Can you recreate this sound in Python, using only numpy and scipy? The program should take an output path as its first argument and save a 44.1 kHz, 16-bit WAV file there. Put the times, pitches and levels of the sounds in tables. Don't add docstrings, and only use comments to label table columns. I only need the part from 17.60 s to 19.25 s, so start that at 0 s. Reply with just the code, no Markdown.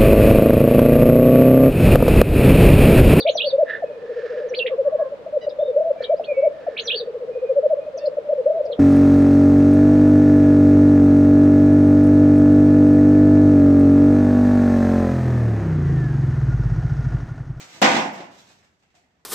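import sys
import numpy as np
from scipy import signal
from scipy.fft import rfft, irfft, next_fast_len
from scipy.io import wavfile
from scipy.ndimage import uniform_filter1d, minimum_filter1d, map_coordinates

SR = 44100
rng = np.random.default_rng(int(sys.argv[2]) if len(sys.argv) > 2 else 0)


def materialize(psi):
    bounded = np.clip(np.atleast_2d(psi).T, -1, 1)
    quanta = np.round(bounded * 32767).astype(np.int16)
    wavfile.write(sys.argv[1], SR, quanta)


N = 72765
TIME_S = np.arange(N) / SR
SIDES = np.array([[.5], [-.5]])
RISE_S = .01


# start_s, level_db, bass_db, treble_db, crumble_s, hollow_hz, hollow_db, ring_db
CONTACTS = [(0.2165, -22, 4, -8, 0.0025, 640, 4.5, -4.5), (0.2199, -18, 4, 1.5, 0.0017, 674, 6.5, -4),
            (0.2256, -14.5, -15.5, 0, .014, 2000, 4, 6.5), (.2445, -21, -9, -0.5, 0.011, 2120, 9, 3.5),
            (.268, -23.5, -4, -11, .007, 1070, 3.5, 10.5), (.316, -27, 2, 13, 0.024, 3370, 5, 2),
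            (.345, -25.5, 2, 1, 0.016, 238, 3.5, -1.5), (0.3643, -21.5, 1.5, -5, .008, 767, 5, -11),
            (.386, -32.5, 2, -9, 0.0065, 894, 7.5, 5.5), (.452, -37.5, -13, -18.5, 0.0053, 840, 15, -16),
            (.578, -42.5, -6.5, -6.5, 0.01, 730, 5, -15), (.603, -41, -4.5, -11, 0.0094, 745, -0.5, -12)]
# frequency_hz, level_db
DEBRIS_SPECTRUM = [(30, -24), (85, -19.5), (125, -13.5), (180, -1.5), (320, -1.5), (430, -8), (600, -2),
                   (850, 1.5), (1350, -6.5), (2000, -3.5), (3000, -6.5), (6000, -13.5), (15000, -29)]

def crash():
    thud_hz, thud_s, thud_db, direct_s = 220, .0018, 2.5, .012
    thud = -np.gradient(TIME_S * np.sin(2 * np.pi * thud_hz * TIME_S) * np.exp(-TIME_S / thud_s))
    thud /= np.abs(thud).max()
    out = np.zeros((2, N))
    for start_s, level_db, bass_db, *character, _ in CONTACTS:
        blow = contact(DEBRIS_SPECTRUM, direct_s, bass_db, *character)
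        add(out, start_s, amp(level_db) * (blow + amp(thud_db + bass_db) * thud))
    return out


def contact(spectrum, direct_s, bass_db, treble_db, crumble_s, hollow_hz, hollow_db):
    bass_hz, treble_hz, half_width_octaves, crumb_share = 372, 1890, .3, .46

    def colour_db(hz):
        bass = bass_db / (1 + (hz / bass_hz) ** 2)
        treble = treble_db * hz ** 2 / (hz ** 2 + treble_hz ** 2)
        hollow = hollow_db / (1 + (np.log2((hz + 1) / hollow_hz) / half_width_octaves) ** 2)
        return along(spectrum, hz) + bass + treble + hollow
    crumbs = grains(np.exp(-TIME_S[:SR // 5] / crumble_s), per_s=1500)
    crumbling = signal.fftconvolve(basement(colour_db, direct_s), crumbs[None], axes=1)[:, :N]
    blow = basement(colour_db, direct_s)
    return np.sqrt(1 - crumb_share) * blow + np.sqrt(crumb_share) * crumbling


# pitch_hz, level_db, t60_s, phase_between_mics_rad
ROOM_MODES = [(133.4, -34.5, 0.54, .1), (179.7, -24, 0.45, .2), (220.4, -19, 0.51, .35),
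              (276.5, -24.5, 0.67, .7), (330, -21.5, .56, .7)]

def first_landing():
    crack_db, crack_above_hz, crack_s = -18, 9900, .01
    out, boom = np.zeros((2, N)), np.zeros((2, N))
    for hz, level_db, t60_s, lag in ROOM_MODES:
        phase = 2 * np.pi * (hz * TIME_S + rng.random()) + lag * SIDES
        boom += amp(level_db - 60 * TIME_S / t60_s) * np.sin(phase)
    boom *= 1 - np.exp(-TIME_S / RISE_S)
    hiss = unit(noise(lambda hz: hz ** 4 / (hz ** 4 + crack_above_hz ** 4)))
    crack = amp(crack_db) * hiss * np.exp(-TIME_S / crack_s)
    add(out, CONTACTS[0][0], boom + crack)
    return out


# pitch_hz, level_db, left_over_right_db
DEBRIS_MODES = [(509.3, -14.5, 3.5), (527, -21.5, 2.5), (676, -22, 0), (789.3, -12.5, 1.5),
                (940, -13.5, -3.5), (988, -16.5, 0), (1062, -16, -1.5), (1201, -20.5, -7.5),
                (1230, -21, 2.5), (1473, -13.5, -10), (2057, -21, -5), (2031, -23, 0.5), (3210, -23.5, 0),
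                (3580, -26.5, 0.5)]

def ring():
    wander_rad, waver_db = .35, 2
    start_s, contact_db, *_, ring_db = np.transpose(CONTACTS)
    age_s = np.maximum(TIME_S - start_s[:, None], 0)
    energy = (amp(contact_db + ring_db)[:, None] * (1 - np.exp(-age_s / RISE_S))) ** 2
    out = np.zeros((2, N))
    for hz, level_db, pan_db in DEBRIS_MODES:
        t60_s = .5 * (800 / hz) ** .22
        swell = np.sqrt((energy * amp(-60 * age_s / t60_s) ** 2).sum(0))
        lag = rng.choice([-1, 1]) * mic_phase(hz)
        phase = 2 * np.pi * rng.random() + wander_rad * wobble(per_s=30) + SIDES * lag
        gain = amp(level_db + pan_db * SIDES + waver_db * wobble(per_s=25))
        out += gain * swell * np.sin(2 * np.pi * hz * TIME_S + phase)
    return out


# start_s, level_db, direct_s, bass_db, treble_db, crumble_s, hollow_hz, hollow_db
BIT_LANDINGS = [(.002, -53, .003, 19, 2, .012, 705, 6.5), (.146, -49.5, .003, 11, -14, .03, 1900, 10),
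                (.895, -58, 0.0032, 10, -8, .012, 260, -1.5),
                (1.027, -64.5, 0.0066, -15, -6, .012, 1604, 4.5),
                (1.039, -70.5, .015, -9, -7, .01, 1490, 6), (1.088, -72, .012, 14.5, -7, 0.0083, 697.6, 5),
                (1.224, -68.5, .015, -7, -1, .004, 2700, 7), (1.235, -71, .025, -4, 0, 0.0044, 2584, 0),
                (1.303, -71, 0.015, -9, 4, .01, 2700, 6), (1.342, -62, .004, 2, -8, .008, 698, 5),
                (1.3505, -59.5, 0.0033, -4.5, 11, .012, 760, 3.5),
                (1.436, -75.5, .012, -0.5, -8.5, 0.0093, 1995, 16),
                (1.505, -75, .015, 4, -5, 0.0068, 249.3, 3.5), (1.552, -75, 0.011, -3, -6, .012, 703, 5),
                (1.595, -74.5, .015, -4.5, -5, 0.0076, 800, 4.5)]
# frequency_hz, level_db
BIT_SPECTRUM = [(30, -11), (85, -3), (130, -3.5), (200, -4), (320, -2.5), (450, -8.5), (620, -0.5),
                (780, 1.5), (1000, -6.5), (1400, -5.5), (2000, -3), (3000, -9), (4500, -11.5), (7500, -13),
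                (15000, -19.5)]

def knocks():
    out = np.zeros((2, N))
    for start_s, level_db, *character in BIT_LANDINGS:
        add(out, start_s, amp(level_db) * contact(BIT_SPECTRUM, *character))
    return out


# start_s, length_s, level_db
GRIT_SLIDES = [(-.04, 0.088, -40.5), (0.056, .15, -42), (.525, 0.042, -46), (.60, 0.035, -58),
               (.69, 0.094, -52), (0.757, 0.057, -49.5), (0.833, 0.11, -52), (.96, 0.052, -62.5),
               (1.028, .03, -64.5), (1.118, 0.034, -75.5), (1.183, .03, -71.5), (1.343, 0.033, -72)]
# frequency_hz, level_db
GRIT_SPECTRUM = [(40, -13.5), (100, -5), (200, -0.5), (700, -1), (1300, 0), (2000, 0.5), (3500, 0),
                 (7000, -2.5), (15000, -8)]

def scrapes():
    out = np.zeros((2, N))
    for start_s, length_s, level_db in GRIT_SLIDES:
        grit = grains(np.sqrt(np.hanning(int(length_s * SR))), per_s=2300)
        room = basement(lambda hz: along(GRIT_SPECTRUM, hz), direct_s=.0088)
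        add(out, start_s, amp(level_db) * signal.fftconvolve(room, grit[None], axes=1))
    return out


# start_s, level_db
GRAIN_SNAPS = [(.530, -39), (.537, -46), (.546, -48)]

def ticks():
    centre_hz, half_width_hz, decay_s = 14200, 1100, .0042
    out = np.zeros((2, N))
    for start_s, level_db in GRAIN_SNAPS:
        hiss = unit(noise(lambda hz: 1 / (1 + ((hz - centre_hz) / half_width_hz) ** 4)))
        add(out, start_s, amp(level_db) * np.exp(-TIME_S / decay_s) * hiss)
    return out


# frequency_hz, t60_s
ROOM_DECAY = [(60, 1.18), (200, 0.6846), (700, 0.5989), (2000, 0.57), (4000, 0.3684), (8000, 0.4345),
              (15000, 0.47)]

def basement(colour_db, direct_s):
    tick_s, attack_s, echo_rise_s = .002, .00056, .001
    hz, frame_s, spectra = signal.stft(diffuse(colour_db), SR, nperseg=256)
    decay = amp(-60 * frame_s / along(ROOM_DECAY, hz)[:, None])
    tail = signal.istft(spectra * decay, SR, nperseg=256)[1][:, :N]
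    direct = direct_s / tick_s * np.exp(-TIME_S / tick_s) * (1 - np.exp(-TIME_S / attack_s))
    echoes = 1 - np.exp(-TIME_S / echo_rise_s)
    return tail * np.sqrt(direct + echoes)


# frequency_hz, level_db
AIR_SPECTRUM = [(25, 6.5), (50, 7.5), (78, 10.5), (110, -2.5), (200, -2), (400, -10), (1000, -14.5),
                (2000, -17.5), (7000, -27.5), (15000, -28)]

def still_air():
    return amp(-64.5) * diffuse(lambda hz: along(AIR_SPECTRUM, hz))


# frequency_hz, left_over_right_db
ROOM_BALANCE = [(200, 0.5), (600, 0.5), (1200, -1), (2200, -3), (5000, -1.5)]

def diffuse(colour_db):
    def mid_and_side(hz):
        angle = mic_phase(hz) / 2
        return amp(colour_db(hz)) * [np.cos(angle), np.sin(angle)]
    mid, side = noise(mid_and_side)
    left_right = np.array([mid + side, mid - side])
    return unit(filtered(left_right, lambda hz: amp(along(ROOM_BALANCE, hz) * SIDES)))


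# frequency_hz, correlation
MIC_CORRELATION = [(50, 0.22), (140, 0.98), (290, .82), (640, .35), (1400, -.15), (3000, -0.04),
                   (15000, 0.11)]

def mic_phase(hz):
    return np.arccos(np.clip(along(MIC_CORRELATION, hz), -1, 1))


def grains(envelope, per_s):
    size = len(envelope)
    strengths = envelope * rng.standard_normal(N)[:size]
    impacts = strengths * (rng.random(N)[:size] < per_s / SR)
    return impacts / (np.linalg.norm(impacts) + 1e-12)


def wobble(per_s):
    return map_coordinates(rng.standard_normal(400), [TIME_S * per_s], mode="wrap")


def noise(response):
    return filtered(rng.standard_normal((2, N)), response)


def filtered(x, response):
    size = next_fast_len(N + 8192)
    return irfft(rfft(x, size) * response(np.fft.rfftfreq(size, 1 / SR)), size)[..., :N]


def along(points, hz):
    point_hz, values = np.transpose(points)
    return np.interp(np.log(hz + 1), np.log(point_hz + 1), values)


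def add(out, start_s, x):
    i = round(start_s * SR)
    x = x[:, max(-i, 0):N - i]
    out[:, max(i, 0):][:, :x.shape[1]] += x


def amp(db):
    return 10 ** (np.asarray(db) / 20)


def unit(x):
    return x / np.sqrt(np.mean(x ** 2) + 1e-20)


def scene():
    return still_air() + crash() + first_landing() + ring() + knocks() + scrapes() + ticks()


# frequency_hz, gain_db
LEFT_RESPONSE = [(6500, 1), (7800, 3.5), (8600, -3), (9300, -17.5), (11500, -11), (14000, -17)]
# frequency_hz, gain_db
RIGHT_RESPONSE = [(6500, 1.5), (7200, -3), (8100, -18), (9300, -16.5), (11500, -14), (14000, -11.5)]

def record(dry):
    low_cut_hz, top_hz, hold_s = 125, 15400, .004
    x = filtered(dry, lambda hz: amp([along(LEFT_RESPONSE, hz), along(RIGHT_RESPONSE, hz)]))
    x = signal.sosfilt(signal.butter(2, low_cut_hz, "high", fs=SR, output="sos"), x)
    hold = int(hold_s * SR)
    safe_gain = np.minimum(1, 1 / (np.abs(x).max(0) + 1e-9))
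    limited = x * uniform_filter1d(minimum_filter1d(safe_gain, hold), hold)
    return filtered(limited, lambda hz: 1 / (1 + (hz / top_hz) ** 160))


dry = scene()
out = record(dry)
materialize(out)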